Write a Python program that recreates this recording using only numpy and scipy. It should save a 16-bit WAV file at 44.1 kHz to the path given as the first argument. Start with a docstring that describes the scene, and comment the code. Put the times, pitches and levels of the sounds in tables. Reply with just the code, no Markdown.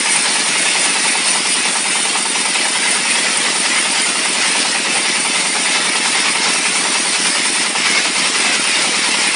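"""A mobile band sawmill rips a log close to a microphone, for a little over nine seconds.
From the start a single-cylinder diesel chugs ten times a second: pulses excite ducts, blows ring the block.
Wavering lines hum faintly. The diesel drives the band: torn noise rasps, rings, sizzles; tooth pulses whine.
From two seconds on the teeth now and then snatch at tougher wood, and bursts of noise bark in the log.
Near the end the slab comes free: the bite of the teeth drops, the band rubs on and the engine speeds up."""
import sys
import numpy as np
from scipy import signal
from scipy.fft import rfft, irfft, next_fast_len
from scipy.io import wavfile
from scipy.ndimage import uniform_filter1d

SR = 44100
rng = np.random.default_rng(int(sys.argv[2]) if len(sys.argv) > 2 else 0)


def waveform_to_disk(signal):
    """Save audio, clipped to [-1, 1], as 16-bit WAV at the path in sys.argv[1]."""
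    frames = np.transpose(np.atleast_2d(signal))
    scaled = np.clip(frames, -1, 1) * 32767
    samples = np.round(scaled).astype(np.int16)
    wavfile.write(sys.argv[1], SR, samples)


N = 412335
TIME = np.arange(N) / SR  # s

# Engine speed, rising when the cut is through: time_s, firing_rate_hz
ENGINE_SPEED = [(0, 10.042), (1.3, 9.992), (3.3, 10.014), (5.2, 10.009), (5.9, 9.972), (6.7, 10.02),
                (7.6, 9.973), (8.5, 10.128), (9.35, 10.138)]
# Gas pulses of exhaust and intake in each cycle: delay_ms after ignition, relative_level_db,
# duct_resonance_hz, width_hz
GAS_PULSES = [(1, -14.5, 201, 69), (10.9, -9, 363, 240), (15.5, -10.5, 555, 150), (30.38, -4, 205, 86),
              (52.52, 1, 243, 203), (56.24, -5, 330, 360), (60.7, -13, 435, 140), (79.46, -6, 240, 205)]
# Loudness of the gas pulses, greatest under the deepest load: time_s, level_db
CHUG_LEVEL = [(0, -32.5), (2.2, -32.5), (6.3, -30.5), (9.35, -31.5)]
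# Blows of combustion, piston and valves in each cycle: delay_ms after ignition, relative_level_db
ENGINE_BLOWS = [(2, -2.5), (4.5, -4.5), (9, -6), (13, -1), (22, -4), (37, -3), (50, -21), (60, -13)]
# Loudness of the diesel knock: time_s, crankcase_db, block_db, loose_covers_db
KNOCK_LEVEL = [(0, -31, -33, -29), (1.5, -30.5, -30.5, -33.5), (2.4, -28.5, -31.5, -30),
               (3.2, -34, -31, -32), (4.1, -30.5, -34, -32), (5.5, -34.5, -28.5, -29.5),
               (6.3, -32.5, -27.5, -34), (7, -33.5, -28.5, -38), (7.9, -35.5, -30.5, -28),
               (9.35, -38, -34, -29)]
# Resonances of the long-ringing crankcase: centre_hz, width_hz, relative_gain_db
CRANKCASE_MODES = [(795, 23, 2.5), (838, 16, -2), (895, 27, 2)]
# Resonances of engine block and covers: centre_hz, width_hz, relative_gain_db
BLOCK_MODES = [(440, 34, 0), (564, 46, -5), (624, 40, -8), (930, 41, -1), (997, 77, 2.5), (1094, 37, -9),
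               (1208, 32, 0), (1290, 43, 4), (1430, 73, -6), (1720, 40, 0), (2050, 250, -2),
               (2970, 1100, -10.5), (4520, 1600, -16)]
# Spectrum of the clattering covers: frequency_hz, relative_gain_db
CLATTER_SPECTRUM = [(300, -9), (800, -8), (1300, 2.5), (1600, -13), (2300, 7), (3500, -1.5), (5500, -4),
                    (10000, -38.5)]
# Faint wavering lines of the running machine, with the tooth-passing tone at 730 Hz:
# mean_pitch_hz, relative_level_db
HUM_LINES = [(430, -43), (550, -45.5), (636, -43), (730, -51), (845, -42), (1082, -49), (1230, -45)]
# The cut, louder once the slab comes free and the band rubs on: time_s, relative_rasp_db, relative_ring_db
CUT_LEVEL = [(0.05, -22.5, -22), (0.62, -21, -21.5), (2.24, -23.5, -22), (3.17, -22, -21),
             (7.31, -21, -21.5), (7.73, -23.5, -23), (7.86, -19.5, -17), (8.14, -24, -24.5),
             (8.19, -20, -21.5), (8.58, -20.5, -17.5), (9.25, -20, -21.5), (9.3, -22, -16)]
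# Spectrum of the torn wood: frequency_hz, relative_gain_db
RASP_SPECTRUM = [(100, -10.5), (200, -5), (500, -7), (900, -3), (1550, -4.5), (2100, -1), (2800, -0.5),
                 (3400, -2.5), (4100, -2.5), (5400, -1), (6300, -7.5), (8200, -6.5), (10000, -6.5),
                 (11200, -46)]
# Resonances of band and saw frame rubbed by the wood: centre_hz, width_hz, relative_gain_db
BAND_MODES = [(1742, 26, 1), (1927, 84, -1), (2008, 46, 3.5), (2101, 50, 5.5), (2190, 56, 2.5),
              (2283, 47, 4.5), (2434, 27, 4), (2523, 27, 0), (2609, 28, 8), (2797, 31, 0), (2930, 54, -15),
              (3220, 46, -20), (3550, 76, -4)]
# Common level of the tooth tips' sizzle and whine: time_s, relative_level_db
TIP_LEVEL = [(0.1, -22), (6.35, -24), (6.43, -31), (6.5, -20.5), (6.55, -23), (7.63, -22), (7.76, -29.5),
             (8.27, -26), (9.3, -25)]
# How firmly the tips bite, as whine against sizzle: time_s, relative_level_db
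BITE_LEVEL = [(0, -2.5), (2.5, -3.5), (5, -7.5), (7.62, -7), (7.74, -19), (9.35, -18)]
# Spectrum of the tips' sizzle: frequency_hz, relative_gain_db
SIZZLE_SPECTRUM = [(6000, -26.5), (8000, -14.5), (8700, -0.5), (9000, 0), (9300, 2.5), (9500, 2.5),
                   (9750, -7), (10150, -10), (10450, -12), (11200, -42)]
# Spectrum given to the tooth blows: frequency_hz, relative_gain_db
WHINE_SPECTRUM = [(700, -22), (1500, -11), (3650, -5), (5100, -9.5), (5840, -3.5), (6560, -7.5),
                  (7300, -4.5), (8020, -5), (8750, 1), (9480, 2), (10200, -7.5), (11000, -19.5)]
# Teeth snatching at tougher wood: centre_s, relative_level_db, spread_s (Gaussian)
SNATCHES = [(2.153, -24, 0.013), (3.474, -21, 0.018), (3.777, -22, .02), (4.456, -17.5, .02),
            (6.17, -20, 0.023), (6.277, -19, 0.044), (6.476, -18.5, 0.02), (7.868, -22.5, 0.021),
            (7.97, -18, 0.022), (8.228, -27, .03)]
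# Spectrum of the barking log: frequency_hz, relative_gain_db
BARK_SPECTRUM = [(400, -18), (800, -8), (1050, 2.5), (1350, -1), (1600, -2), (2300, 2.5), (3500, -8),
                 (5400, -4), (6500, -21), (10000, -33)]
# Response of the microphone: frequency_hz, gain_db
MICROPHONE_RESPONSE = [(25, -53), (60, -32), (100, -21), (130, -8), (175, -1.5), (400, -0.5)]

FIRST_IGNITION = 0.504  # engine cycles after the start
TEETH_PER_FIRING, TEETH_ON_BAND = 72.85, 167
RASP_DB, STEEL_DB, SIZZLE_DB, WHINE_DB = 3.0, -2.5, -2, 0  # balance of the cutting sounds
RUB_DB, RUB_PHASE = 0.6, 0.37  # harder rubbing once a round: swing in dB, place in the round (0-1)
TOP_HZ = 10950  # upper edge of the microphone's band


def undb(db):
    """Logarithmic level: decibels become an amplitude gain."""
    return 10 ** (np.asarray(db) / 20)


def unit(x):
    """Power normalisation: scale to rms 1."""
    return x / np.sqrt(np.mean(x ** 2))


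def curves(table):
    """Linear interpolation: each column of a table becomes a line through time."""
    s, *columns = np.transpose(table)
    return [np.interp(TIME, s, column) for column in columns]


def walk(rate_hz):
    """Low-passed noise: smooth chance of rms 1, changing about rate_hz times a second."""
    k = max(int(SR / rate_hz), 2)
    once = uniform_filter1d(rng.standard_normal(N), k, mode="wrap")
    return unit(uniform_filter1d(once, k, mode="wrap"))


def colour(x, spectrum):
    """Linear filtering: weight each frequency by a spectrum interpolated over log frequency."""
    hz, db = np.transpose(spectrum)
    size = next_fast_len(N)
    f = np.maximum(np.fft.rfftfreq(size, 1 / SR), 1)
    gain = undb(np.interp(np.log(f), np.log(hz), db))
    return irfft(rfft(x, size) * gain, size)[:N]


def resonate(x, hz, width_hz):
    """Simple resonance: a damped mode with gain 1 at its centre."""
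    b, a = signal.iirpeak(hz, hz / width_hz, fs=SR)
    return signal.lfilter(b, a, x + 1e-18)


def ring(x, modes):
    """Modal superposition: a body sounds as the sum of its resonances."""
    return sum(undb(db) * resonate(x, hz, width_hz) for hz, width_hz, db in modes)


def strikes(times, sizes, order=6):
    """Band-limited impulses: a windowed sinc places clicks between the samples."""
    at = times[:, None] * SR
    taps = np.floor(at).astype(int) + np.arange(1 - order, order + 1)
    window = np.cos(np.pi * (taps - at) / (2 * order)) ** 2
    shape = sizes[:, None] * np.sinc(taps - at) * window
    inside = (taps >= 0) & (taps < N)
    return np.bincount(taps[inside], shape[inside], N)


def each_cycle(ignitions, ms, db, jitter_ms, scatter_db):
    """Cyclic variation: one blow per engine cycle, never quite the same in time or size."""
    early, strong = rng.standard_normal((len(ignitions), 2)).T
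    delay_s = (ms + jitter_ms * early) / 1000
    return strikes(ignitions + delay_s, undb(db + scatter_db * strong))


def chug(ignitions):
    """Duct resonance: exhaust and intake pulses thump in ducts, each rounded by three equal chambers."""
    out = 0
    for ms, db, hz, width_hz in GAS_PULSES:
        gas = each_cycle(ignitions, ms, db, jitter_ms=0.059, scatter_db=1.0)
        for _ in range(3):
            gas = resonate(gas, hz, width_hz)
        out = out + gas / np.sqrt(width_hz)
    level_db, = curves(CHUG_LEVEL)
    return unit(out) * undb(level_db)


def covers_rattle(ignitions, blows, decay_s=0.0087, loose_db=-1):
    """Impact noise: each blow shakes the covers, whose clatter dies away exponentially."""
    shaken = signal.lfilter([1], [1, -np.exp(-1 / (decay_s * SR))], blows)
    # part of the noise repeats from cycle to cycle, part is new
    firings = strikes(ignitions, np.ones(len(ignitions)))
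    alike = signal.fftconvolve(firings, rng.standard_normal(SR // 10))[:N]
    return unit(shaken * (unit(alike) + undb(loose_db) * rng.standard_normal(N)))


def knock(ignitions):
    """Structure-borne sound: blows and rattle set crankcase and block ringing, and the covers clatter."""
    blows = sum(each_cycle(ignitions, ms, db, jitter_ms=0.081, scatter_db=1.1) for ms, db in ENGINE_BLOWS)
    rattle = covers_rattle(ignitions, blows)
    case_db, block_db, covers_db = curves(KNOCK_LEVEL)
    # the crankcase answers one blow shortly after ignition, as well as the rattle
    case_blow = unit(each_cycle(ignitions, 5.49, 0, jitter_ms=0.1, scatter_db=2.6))
    case = unit(ring(case_blow + undb(-0.5) * rattle, CRANKCASE_MODES))
    block = unit(ring(unit(blows) + undb(3.5) * rattle, BLOCK_MODES))
    covers = unit(colour(rattle, CLATTER_SPECTRUM))
    return case * undb(case_db) + block * undb(block_db) + covers * undb(covers_db)


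def hum(waver_db=3, drift=0.00404):
    """Frequency and amplitude modulation: faint sine lines waver in pitch and level."""
    out = 0
    for hz, db in HUM_LINES:
        phase = 2 * np.pi * np.cumsum(hz * (1 + drift * walk(12.5))) / SR
        level_db = db - 2.5 + waver_db * walk(9.8)
        out = out + np.sqrt(2) * np.sin(phase) * undb(level_db)
    return out


def tearing(grain_db, flicker_db):
    """Modulated noise: wood fibres snap in a dense, uneven stream."""
    return rng.standard_normal(N) * undb(grain_db * walk(860) + flicker_db * walk(47))


def grip(rounds, uneven_db=0.68, rate_hz=11):
    """Contact pressure of wood on steel in dB: it swings once a band round and wavers with the grain."""
    return RUB_DB * np.cos(2 * np.pi * (rounds - RUB_PHASE)) + uneven_db * walk(rate_hz)


def wood_rasp(rasp_db, grip_db):
    """Fracture noise: broadband tearing grows with the grip of the wood."""
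    torn = colour(tearing(grain_db=0.3, flicker_db=0.77), RASP_SPECTRUM)
    return unit(torn) * undb(RASP_DB + rasp_db + grip_db)


def band_ring(ring_db, grip_db, grip_gain=1.1, waver_db=1.2):
    """Forced vibration: the tearing noise excites the modes of band and saw frame."""
    level_db = STEEL_DB + ring_db + grip_gain * grip_db + waver_db * walk(12.5)
    steel = ring(tearing(grain_db=1.5, flicker_db=0.5), BAND_MODES)
    return unit(steel) * undb(level_db)


def tooth_blows(teeth, uneven_db=-0.5):
    """Periodic impact: a blow per tooth, its spacing and sharpness errors returning with the band."""
    number = np.arange(int(teeth[-1]))
    place = number % TEETH_ON_BAND
    spacing, sharpness = rng.standard_normal((2, TEETH_ON_BAND))
    spacing = uniform_filter1d(spacing, size=14, mode="wrap")
    spacing = unit(uniform_filter1d(spacing, size=6, mode="wrap"))
    # the band also flutters in the kerf, so no two rounds are alike; errors are in tooth spacings
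    times = np.interp(number + 0.02 * spacing[place], teeth + 0.024 * walk(70), TIME)
    return strikes(times, undb(uneven_db * sharpness[place]))


def tooth_tips(teeth, rounds, swing_db=1.3, swing_phase=0.69, patchy_db=1.8):
    """Tooth-passing tone and cutting noise: whine and sizzle rise and fall with each band round."""
    tips_db, = curves(TIP_LEVEL)
    bite_db, = curves(BITE_LEVEL)
    # one stretch of the band bites harder, and sharper patches pass once a round
    patches = unit(rng.standard_normal(size=22))
    patch_place = np.arange(len(patches)) / len(patches)
    round_db = swing_db * np.cos(2 * np.pi * (rounds - swing_phase))
    round_db = round_db + patchy_db * np.interp(rounds, patch_place, patches, period=1)
    sizzle = unit(colour(tearing(grain_db=2.0, flicker_db=0.3), SIZZLE_SPECTRUM)) * undb(SIZZLE_DB)
    whine = unit(colour(tooth_blows(teeth), WHINE_SPECTRUM))
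    whine = whine * undb(WHINE_DB + bite_db + 2.1 * walk(24))
    return (sizzle + whine) * undb(tips_db + round_db)


def mottle(x, depth_db, width_hz, life_s, size=2048):
    """Random spectral modulation: narrow bands of the sound swell and fade at random."""
    hop = size // 4
    spectra = signal.stft(x, nperseg=size, noverlap=size - hop)[2]
    swell = rng.standard_normal(spectra.shape)
    # smooth the chance first across frequency, then through time
    for axis, span in enumerate((width_hz * size / SR, life_s * SR / hop)):
        keep = np.exp(-1 / span)
        swell = signal.lfilter([1], [1, -2 * keep, keep ** 2], swell, axis=axis)
    mottled = spectra * undb(depth_db * unit(swell))
    return signal.istft(mottled, nperseg=size, noverlap=size - hop)[1][:N]


def saw(teeth):
    """Sliding contact: the band in the log rasps, rings, sizzles, whines and snatches."""
    rasp_db, ring_db = curves(CUT_LEVEL)
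    rounds = teeth / TEETH_ON_BAND
    grip_db = grip(rounds)
    cutting = wood_rasp(rasp_db, grip_db) + band_ring(ring_db, grip_db)
    cutting = cutting + tooth_tips(teeth, rounds) + snatch()
    # narrow bands of the cutting noise swell and fade at random
    return mottle(cutting, depth_db=3.0, width_hz=22.7, life_s=0.014)


def snatch():
    """Transient excitation: short surges of coarse tearing resound in the log."""
    surge = sum(undb(db) * np.exp(-0.5 * ((TIME - s) / spread_s) ** 2) for s, db, spread_s in SNATCHES)
    bark = colour(tearing(grain_db=-0.5, flicker_db=-1.5), BARK_SPECTRUM)
    return unit(bark) * surge


def scene():
    """Kinematic coupling: the engine turns the band through a belt, so one speed times firings and teeth."""
    firing_hz, = curves(ENGINE_SPEED)
    cycles = np.cumsum(firing_hz) / SR
    ignitions = np.interp(np.arange(FIRST_IGNITION, cycles[-1]), cycles, TIME)
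    # the engine is already running
    ignitions = np.append(ignitions[0] - 1 / firing_hz[0], ignitions)
    mill = chug(ignitions) + knock(ignitions) + hum() + saw(cycles * TEETH_PER_FIRING)
    return np.array([mill, mill])


def record(dry):
    """Transducer response: the microphone sheds deep bass, rounds the highest peaks and cuts the top."""
    thin = np.array([colour(channel, MICROPHONE_RESPONSE) for channel in dry])
    # soft saturation towards 0.85 of full scale
    rounded = thin / (1 + (thin / 0.85) ** 6) ** (1 / 6)
    low_pass = signal.ellip(12, 0.2, 100, TOP_HZ, fs=SR, output="sos")
    return signal.sosfilt(low_pass, rounded)


dry = scene()
out = record(dry)
waveform_to_disk(out)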